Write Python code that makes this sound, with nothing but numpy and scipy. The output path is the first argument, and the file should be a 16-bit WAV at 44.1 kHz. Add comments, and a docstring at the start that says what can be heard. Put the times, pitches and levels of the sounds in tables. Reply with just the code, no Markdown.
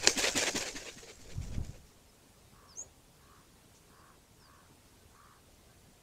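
"""Open scrubland, one microphone close to a wooden post. A large bird springs off the post with one sharp
clap of wing on body, then recedes in hard wingbeats: air swishes through the wing tips, feathers rub and
each stroke sheds a short hum. A gust buffets the microphone. Over the quiet air and a few distant pips,
a raven far away gives five rasping caws, and a songbird adds falling whistles and a thin chirp from both
sides of its syrinx."""
import sys
import numpy as np
from scipy import signal
from scipy.fft import rfft, irfft, next_fast_len
from scipy.io import wavfile
from scipy.ndimage import uniform_filter1d, map_coordinates

SR = 44100
rng = np.random.default_rng(int(sys.argv[2]) if len(sys.argv) > 2 else 0)


def materialize(psi):
    """Save the field psi as 16-bit PCM at rate SR to the path in sys.argv[1].

    A 1-D psi becomes a single channel; in a 2-D psi each row is a channel.
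    """
    bounded = np.clip(np.atleast_2d(psi).T, -1, 1)
    quanta = np.round(bounded * 32767).astype(np.int16)
    wavfile.write(sys.argv[1], SR, quanta)


N = 265614


def amp(db):
    """Decibels to gain."""
    return 10 ** (np.asarray(db) / 20)


def unit(x):
    """Scale to rms 1."""
    return x / np.sqrt(np.mean(x ** 2) + 1e-20)


def clock():
    """The time of every sample."""
    return np.arange(N) / SR


def along(points, hz):
    """Read (Hz, value) points on a log frequency axis."""
    f, v = np.transpose(points)
    return np.interp(np.log(hz + 1), np.log(f + 1), v)


def swell(s, rise, fall=None):
    """A bell-shaped envelope around time s; rise and fall are the half lengths of its two sides."""
    fall = rise if fall is None else fall
    out = np.zeros(N)
    i = np.arange(max(0, int((s - 10 * rise) * SR)), min(N, int((s + 10 * fall) * SR)))
    t = i / SR - s
    out[i] = np.exp(-(t / (2 * np.where(t < 0, rise, fall))) ** 2)
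    return out


def ruffle(s, attack, fade_db_per_s, hold=0):
    """An envelope that rises until time s, holds and fades."""
    t = clock() - s
    return np.where(t < 0, swell(s, attack), amp(-fade_db_per_s * np.maximum(t - hold, 0)))


def wobble(rate):
    """A smooth random curve, rate knots a second."""
    knots = rng.standard_normal(int(N * rate / SR) + 4)
    return unit(map_coordinates(knots, [clock() * rate]))


def filtered(x, response):
    """Filter x by a gain that is a function of frequency."""
    m = next_fast_len(N + SR // 2)
    return irfft(rfft(x, m) * response(np.fft.rfftfreq(m, 1 / SR)), m)[:N]


def coloured(x, spectrum):
    """Shape x by a spectrum, at rms 1."""
    return unit(filtered(x, lambda hz: amp(along(spectrum, hz))))


def patchy(x, depth_db):
    """Give x a colour that shifts at random over a few hundred Hz and a few tens of ms."""
    z = signal.stft(x, nperseg=512)[2]
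    field = uniform_filter1d(rng.standard_normal(z.shape), size=3, axis=0)
    field = unit(uniform_filter1d(field, size=5, axis=1))
    return unit(signal.istft(z * amp(depth_db * field), nperseg=512)[1][:N])


def resonance(f, hz, width):
    """Causal response of one damped mode."""
    return 1j * f * width / (hz * hz - f * f + 1j * f * width)


def phase_of(hz):
    """Running phase of a moving frequency."""
    return 2 * np.pi * np.cumsum(hz) / SR


def snap(spectrum):
    """The shortest causal pulse with this spectrum, at peak 1."""
    log_gain = np.log(amp(along(spectrum, np.fft.rfftfreq(2048, 1 / SR))))
    cepstrum = irfft(log_gain)[:1024]
    cepstrum[1:] *= 2
    pulse = irfft(np.exp(rfft(cepstrum, 2048)))
    return pulse / np.abs(pulse).max()


def scatter(x, t60):
    """Diffuse answer of ground and bushes."""
    t = np.arange(SR // 2) / SR
    tail = rng.standard_normal(len(t)) * amp(-60 * t / t60) * (1 - np.exp(-t / 0.0036))
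    return signal.fftconvolve(x, tail / np.linalg.norm(tail))[:N]


# Open air all around the microphone: f/Hz, level/dB
AIR_SPECTRUM = [(12, -31.5), (20, -4.5), (85, -2), (226, -8), (384, -12), (418, -9.5), (494, -13),
                (794, -16), (887, -16), (1310, -20.5), (1550, -21), (2170, -22), (8490, -23.5),
                (13300, -29.5), (15700, -32.5)]


def air(level_db=-61):
    """Quiet air and hiss over the scrub, wavering slightly in level and colour."""
    gain = amp(level_db + .3 * wobble(3))
    return gain * coloured(patchy(rng.standard_normal(N), depth_db=1.63), AIR_SPECTRUM)


# Wingbeats heading away from the microphone, about five a second:
# downstroke t/s, upstroke delay/s, then level/dB of downstroke, wing-tip flick, upstroke and rustle
BEATS = [(-0.008, 0.098, -47, -36, -38.5, -48.5), (.187, 0.098, -35, -30.5, -30, -35),
         (.374, 0.11, -31.5, -33, -31, -32.5), (.567, .113, -35.5, -40.5, -38.5, -38.5),
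         (.768, 0.12, -42.5, -51, -44, -48.5), (.985, 0.12, -53.5, -56.5, -51.5, -55.5),
         (1.209, .107, -62, -64, -53, -60.5), (1.429, 0.12, -56.5, -64, -55.5, -56.5),
         (1.648, 0.11, -60.5, -74, -62.5, -60), (1.87, 0.12, -74, -86, -80, -69)]
DOWN_HALF_S, FLICK_DELAY_S, UP_RISE_S = .0095, .054, .016
FULL_STROKE_DB, CLAP_RUSTLE_DB = -30.5, -30.5


def strokes(trail_db=-7.5):
    """Envelopes of swish and rustle, summed in power: downstroke, flick of the wing tips, upstroke."""
    swish = np.zeros(N)
    rustle = (amp(-46.5) * ruffle(.35, attack=.33, fade_db_per_s=19.5)) ** 2  # never silent in flight
    for s, delay, down_db, flick_db, up_db, rustle_db in BEATS:
        down = amp(down_db) * swell(s, DOWN_HALF_S)
        flick = amp(flick_db) * swell(s + FLICK_DELAY_S, .011)
        up = amp(up_db) * swell(s + delay, UP_RISE_S, fall=.008)  # gathers speed and stops short
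        swish += down ** 2 + flick ** 2 + up ** 2
        rustle += (amp(rustle_db) * ruffle(s, attack=.0077, fade_db_per_s=150, hold=.018)) ** 2
        rustle += (amp(-5) * flick) ** 2
        rustle += (amp(up_db - 5.5) * ruffle(s + delay, UP_RISE_S, fade_db_per_s=200)) ** 2
    rustle += (amp(CLAP_RUSTLE_DB) * ruffle(CLAP_S, attack=.0056, fade_db_per_s=190)) ** 2
    swish += amp(trail_db) ** 2 * rustle  # some air goes along with any rustle
    return np.sqrt(swish), np.sqrt(rustle)


# Air through the wing tips, close up: f/Hz, level/dB
SWISH_SPECTRUM = [(60, -23), (200, -11), (550, -1), (800, -8.5), (1300, -10), (1650, -3.5), (2300, -2.5),
                  (3200, -7.5), (4700, -8), (7000, -18), (10000, -28.5), (16000, -45.5)]
# Feather rubbing on feather, close up: f/Hz, level/dB
RUSTLE_SPECTRUM = [(100, -17), (500, -1.5), (1300, -13.5), (2500, -9.5), (4000, -7), (4700, -5),
                   (5400, -1.5), (7000, 0.5), (8200, -6.5), (10000, -19), (13000, -23), (16000, -32)]


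def feathers(grain_db=3.5, flutter_db=1.53, catches_per_s=2500, shift_db=3, crisp_db=-17.5):
    """Air tears through the wing tips while barbs slide over each other in tiny catches."""
    swish, rustle = strokes()
    sizes = amp(grain_db * np.minimum(rng.exponential(size=N), 3))
    barbs = unit((rng.random(N) < catches_per_s / SR) * sizes * rng.standard_normal(N))
    # the colour of rustle and swish shifts at random from moment to moment
    friction = coloured(patchy(.7 * barbs + rng.standard_normal(N), shift_db), RUSTLE_SPECTRUM)
    rush = coloured(patchy(rng.standard_normal(N), shift_db), SWISH_SPECTRUM)
    flutter = unit(amp(flutter_db * wobble(260)))  # single feathers flick past
    # each downstroke fans the quills open with a crisp edge
    fanning = sum(amp(rustle_db + crisp_db) * swell(s, DOWN_HALF_S) for s, *_, rustle_db in BEATS)
    crisp = coloured(barbs, [(3000, -10), (9000, 0.5), (13000, -2.5), (16000, -11)])
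    return flutter * (swish * rush + rustle * friction + fanning * crisp)


def vortices(down_hz=249.8, flick_hz=430, up_hz=488.7, unrest=.15, sag=.06, breath=.33):
    """Each stroke sheds a short unsteady hum that sinks as the wing slows: low down, higher back up."""
    # t/s, half length/s, f/Hz, level/dB
    hums = [(CLAP_S + .008, .0038, 429.4, -28.5)]  # the clap squeezes out a puff of air
    for s, delay, down_db, flick_db, up_db, _ in BEATS:
        hums += [(s - .01195, .006, down_hz, down_db - 1),  # a thump just ahead of the swish
                 (s + FLICK_DELAY_S, .011, flick_hz, -42.5 + .5 * (flick_db - FULL_STROKE_DB)),
                 (s + delay - .007, .016, up_hz, -45.5 + .5 * (up_db - FULL_STROKE_DB))]
    out, drift, t = np.zeros(N), wobble(330), clock()
    for s, half, hz, db in hums:
        near = np.abs(t - s) < 10 * half
        u = (t[near] - s) / half
        pitch = hz * np.exp(unrest * drift[near] - sag * np.clip(u, -3, 3))
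        out[near] += amp(db) * np.exp(-(u / 2) ** 2) * np.sin(phase_of(pitch))
    return np.sqrt(2) * out * (1 + breath * wobble(300))


# Quill strikes at the post, close to the microphone: t/s, level/dB against the strongest
QUILL_STRIKES = [(0.0740, 0), (0.0742, -3), (0.0752, -1.5), (0.0759, -5), (0.0761, -11.5)]
# The colour of one strike: f/Hz, level/dB
QUILL_SPECTRUM = [(100, -19), (400, -3), (700, -3.5), (1250, -10.5), (1650, 2.5), (2500, 3.5), (3400, -4),
                  (4600, 2), (5400, -4), (7150, 4.5), (8200, -6.5), (8700, -20.5), (11000, -33),
                  (16000, -40.5)]
CLAP_S = QUILL_STRIKES[0][0]


def clap(peak=.95, scatter_db=-15, ground_s=.0094, ground_db=-20):
    """Wing meets body and quills strike in a tight cluster; the ground throws the crack back."""
    pulse, crack = snap(QUILL_SPECTRUM), np.zeros(N)
    for s, db in QUILL_STRIKES:
        crack[round(s * SR):][:len(pulse)] += amp(db) * pulse
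    crack *= peak / np.abs(crack).max()
    echo = np.pad(crack, (round(ground_s * SR), 0))[:N]
    return crack + amp(ground_db) * echo + amp(scatter_db) * scatter(crack, t60=.03)


# Moving air right on the microphone: f/Hz, level/dB
RUMBLE_SPECTRUM = [(6, 4), (15, 5), (40, -3), (100, -7), (180, -13), (400, -27.5), (800, -35.5),
                   (1400, -43), (3000, -64.5)]
# A gust passing over it: t/s, level/dB
GUST_LEVELS = [(1.15, -63), (1.26, -54), (1.38, -40), (1.46, -42), (1.61, -35), (1.66, -46.5), (1.7, -45.5),
               (1.83, -60), (2.0, -68)]
# The gust's strongest eddies: t/s, half length/s, peak level/dB
GUST_EDDIES = [(1.363, 0.0042, -34), (1.384, 0.0026, -27), (1.407, 0.0025, -29.5), (1.583, 0.0015, -29),
               (1.611, 0.0025, -29), (1.696, 0.0023, -33.5)]


def buffet(wash_db=-46.5, wash_db_per_db=.36, wash_half_s=.03):
    """Air from the clap, each downstroke and a gust rumbles on the microphone; eddies thump softly."""
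    s, db = np.transpose(GUST_LEVELS)
    power = amp(np.interp(clock(), s, db, left=-100, right=-100)) ** 2
    pushes = [(CLAP_S, CLAP_RUSTLE_DB)] + [(s, down_db) for s, _, down_db, *_ in BEATS]
    for s, db in pushes:
        wash = amp(wash_db + wash_db_per_db * (db - FULL_STROKE_DB))
        power += (wash * swell(s, wash_half_s)) ** 2
    out = np.sqrt(power) * coloured(rng.standard_normal(N), RUMBLE_SPECTRUM)
    for s, half, db in GUST_EDDIES:
        u = (clock() - s) / half
        out += amp(db) * (1 - u * u) * np.exp(-u * u / 2)
    return out


# Birds far out in the scrub: t/s, half length/s, f/Hz, level/dB
FAR_PIPS = [(2.097, 0.0052, 5180, -64.5), (5.019, .01, 1531, -71), (5.703, 0.0079, 1560, -68.5)]


def distant_birds():
    """Each pip is a brief pure tone."""
    return sum(amp(db) * swell(s, half) * np.sin(2 * np.pi * hz * clock())
               for s, half, hz, db in FAR_PIPS)


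# A raven far from the microphone: t/s, length/s, top pitch f/Hz, level/dB, rasp/0-1
RAVEN_CAWS = [(2.523, 0.24, 580, -63.5, 0.3), (3.18, .28, 578, -64.5, .6), (3.875, 0.29, 568.6, -62, 0.58),
              (4.405, .28, 561.5, -62.5, 0.6), (5.11, 0.29, 586.5, -62, 0.72)]
# The resonance of its throat: f/Hz, level/dB
RAVEN_THROAT = [(500, -23), (800, -19), (950, -5), (1130, 0), (1400, -3.5), (1700, -9), (1950, -29),
                (3000, -42.5)]


def raven(rasp_hz=74, arch=.13, hoarse_db=-5, echo_db=-12, jitter_mid=.012, jitter_ends=.09, swing=.82):
    """Each caw arches in pitch; a slow second oscillation rasps it and chops the air into hoarse puffs."""
    out, jitter = np.zeros(N), wobble(350)
    rattle = phase_of(rasp_hz * (1 + .1012 * wobble(28)))
    puffs = coloured(rng.standard_normal(N) * (1 + np.cos(rattle)), RAVEN_THROAT)
    for s, length, hz, db, rasp in RAVEN_CAWS:
        u = np.clip((clock() - s) / length, 0, 1)
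        edge = (2 * u - 1) ** 2  # 0 in mid-caw, 1 at both ends
        pitch = hz * (1 - arch * edge + rasp * (jitter_mid + jitter_ends * edge) * jitter)
        phase = phase_of(pitch) + swing * rasp * np.sin(rattle)
        voice = sum(amp(along(RAVEN_THROAT, k * pitch)) * np.sin(k * phase) for k in range(1, 5))
        voice *= np.sqrt(1 - edge) * (1 + rasp * np.sin(rattle))
        envelope = amp(db) * np.abs(np.sin(np.pi * u)) ** .27
        out += envelope * (voice + amp(hoarse_db) * puffs)
    return out + amp(echo_db) * scatter(out, t60=.16)


# A songbird out in the scrub: t/s, length/s, start f/Hz, end f/Hz, level/dB
FALLING_WHISTLES = [(2.676, 0.083, 5760, 4250, -60.5), (3.95, 0.074, 5130, 4550, -76),
                    (4.38, .115, 5800, 4250, -66.5)]
# Its chirp, sliding up and levelling off: t/s, lower voice f/Hz, level/dB
CHIRP_CONTOUR = [(2.754, 5700, -63), (2.764, 6017, -51.5), (2.784, 6528, -45), (2.806, 6522, -40),
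                 (2.824, 6870, -46), (2.85, 6860, -67)]


def songbird(upper_ratio=1.13, upper_db=-13, thin_hz=9500, thin_db=-27, echo_db=-19):
    """Both sides of the syrinx sound in the chirp; the whistles are single falling tones."""
    t = clock()
    s, hz, db = np.transpose(CHIRP_CONTOUR)
    unsteady = 1 + .00505 * wobble(500)
    pitch = np.interp(t, s, hz) * unsteady
    voices = np.sin(phase_of(pitch)) + amp(upper_db) * np.sin(phase_of(upper_ratio * pitch))
    overtone_hz = thin_hz * np.sqrt(np.median(hz) / pitch)  # falls as the chirp rises
    voices += amp(thin_db) * np.sin(phase_of(overtone_hz))
    out = voices * amp(np.interp(t, s, db, left=-120, right=-120))
    for s, length, start_hz, end_hz, db in FALLING_WHISTLES:
        u = np.clip((t - s) / length, 0, 1)
        glide_hz = (start_hz + (end_hz - start_hz) * u) * unsteady
        out += amp(db) * np.sin(np.pi * u) * np.sin(phase_of(glide_hz))
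    out *= amp(2.5 * wobble(250))  # the level flickers
    return np.sqrt(2) * (out + amp(echo_db) * scatter(out, t60=.23))


# Faint scuffs on the post, near the microphone: t/s, half length/s, f/Hz, bandwidth/Hz, level/dB
POST_SCUFFS = [(2.821, 0.024, 480, 650, -60.5), (3.765, 0.014, 6400, 3500, -66)]


def scuffs():
    """A perched bird scuffs the wood: short swells of noise in one band each."""
    out = np.zeros(N)
    for s, half, hz, width, db in POST_SCUFFS:
        band = filtered(rng.standard_normal(N), lambda f: resonance(f, hz, width) ** 2)
        out += amp(db) * swell(s, half) * unit(band)
    return out


def scene():
    """The take-off close by and the scrubland beyond, at one microphone."""
    take_off = feathers() + vortices() + clap()
    return (air() + take_off + buffet() + distant_birds() + raven() + songbird() + scuffs())[None]


def record(dry):
    """The camera keeps nothing above its band limit."""
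    top_hz, edge_hz = 15750, 100
    return np.array([filtered(channel, lambda hz: np.clip((top_hz - hz) / edge_hz, 0, 1))
                     for channel in dry])


dry = scene()
out = record(dry)
materialize(out)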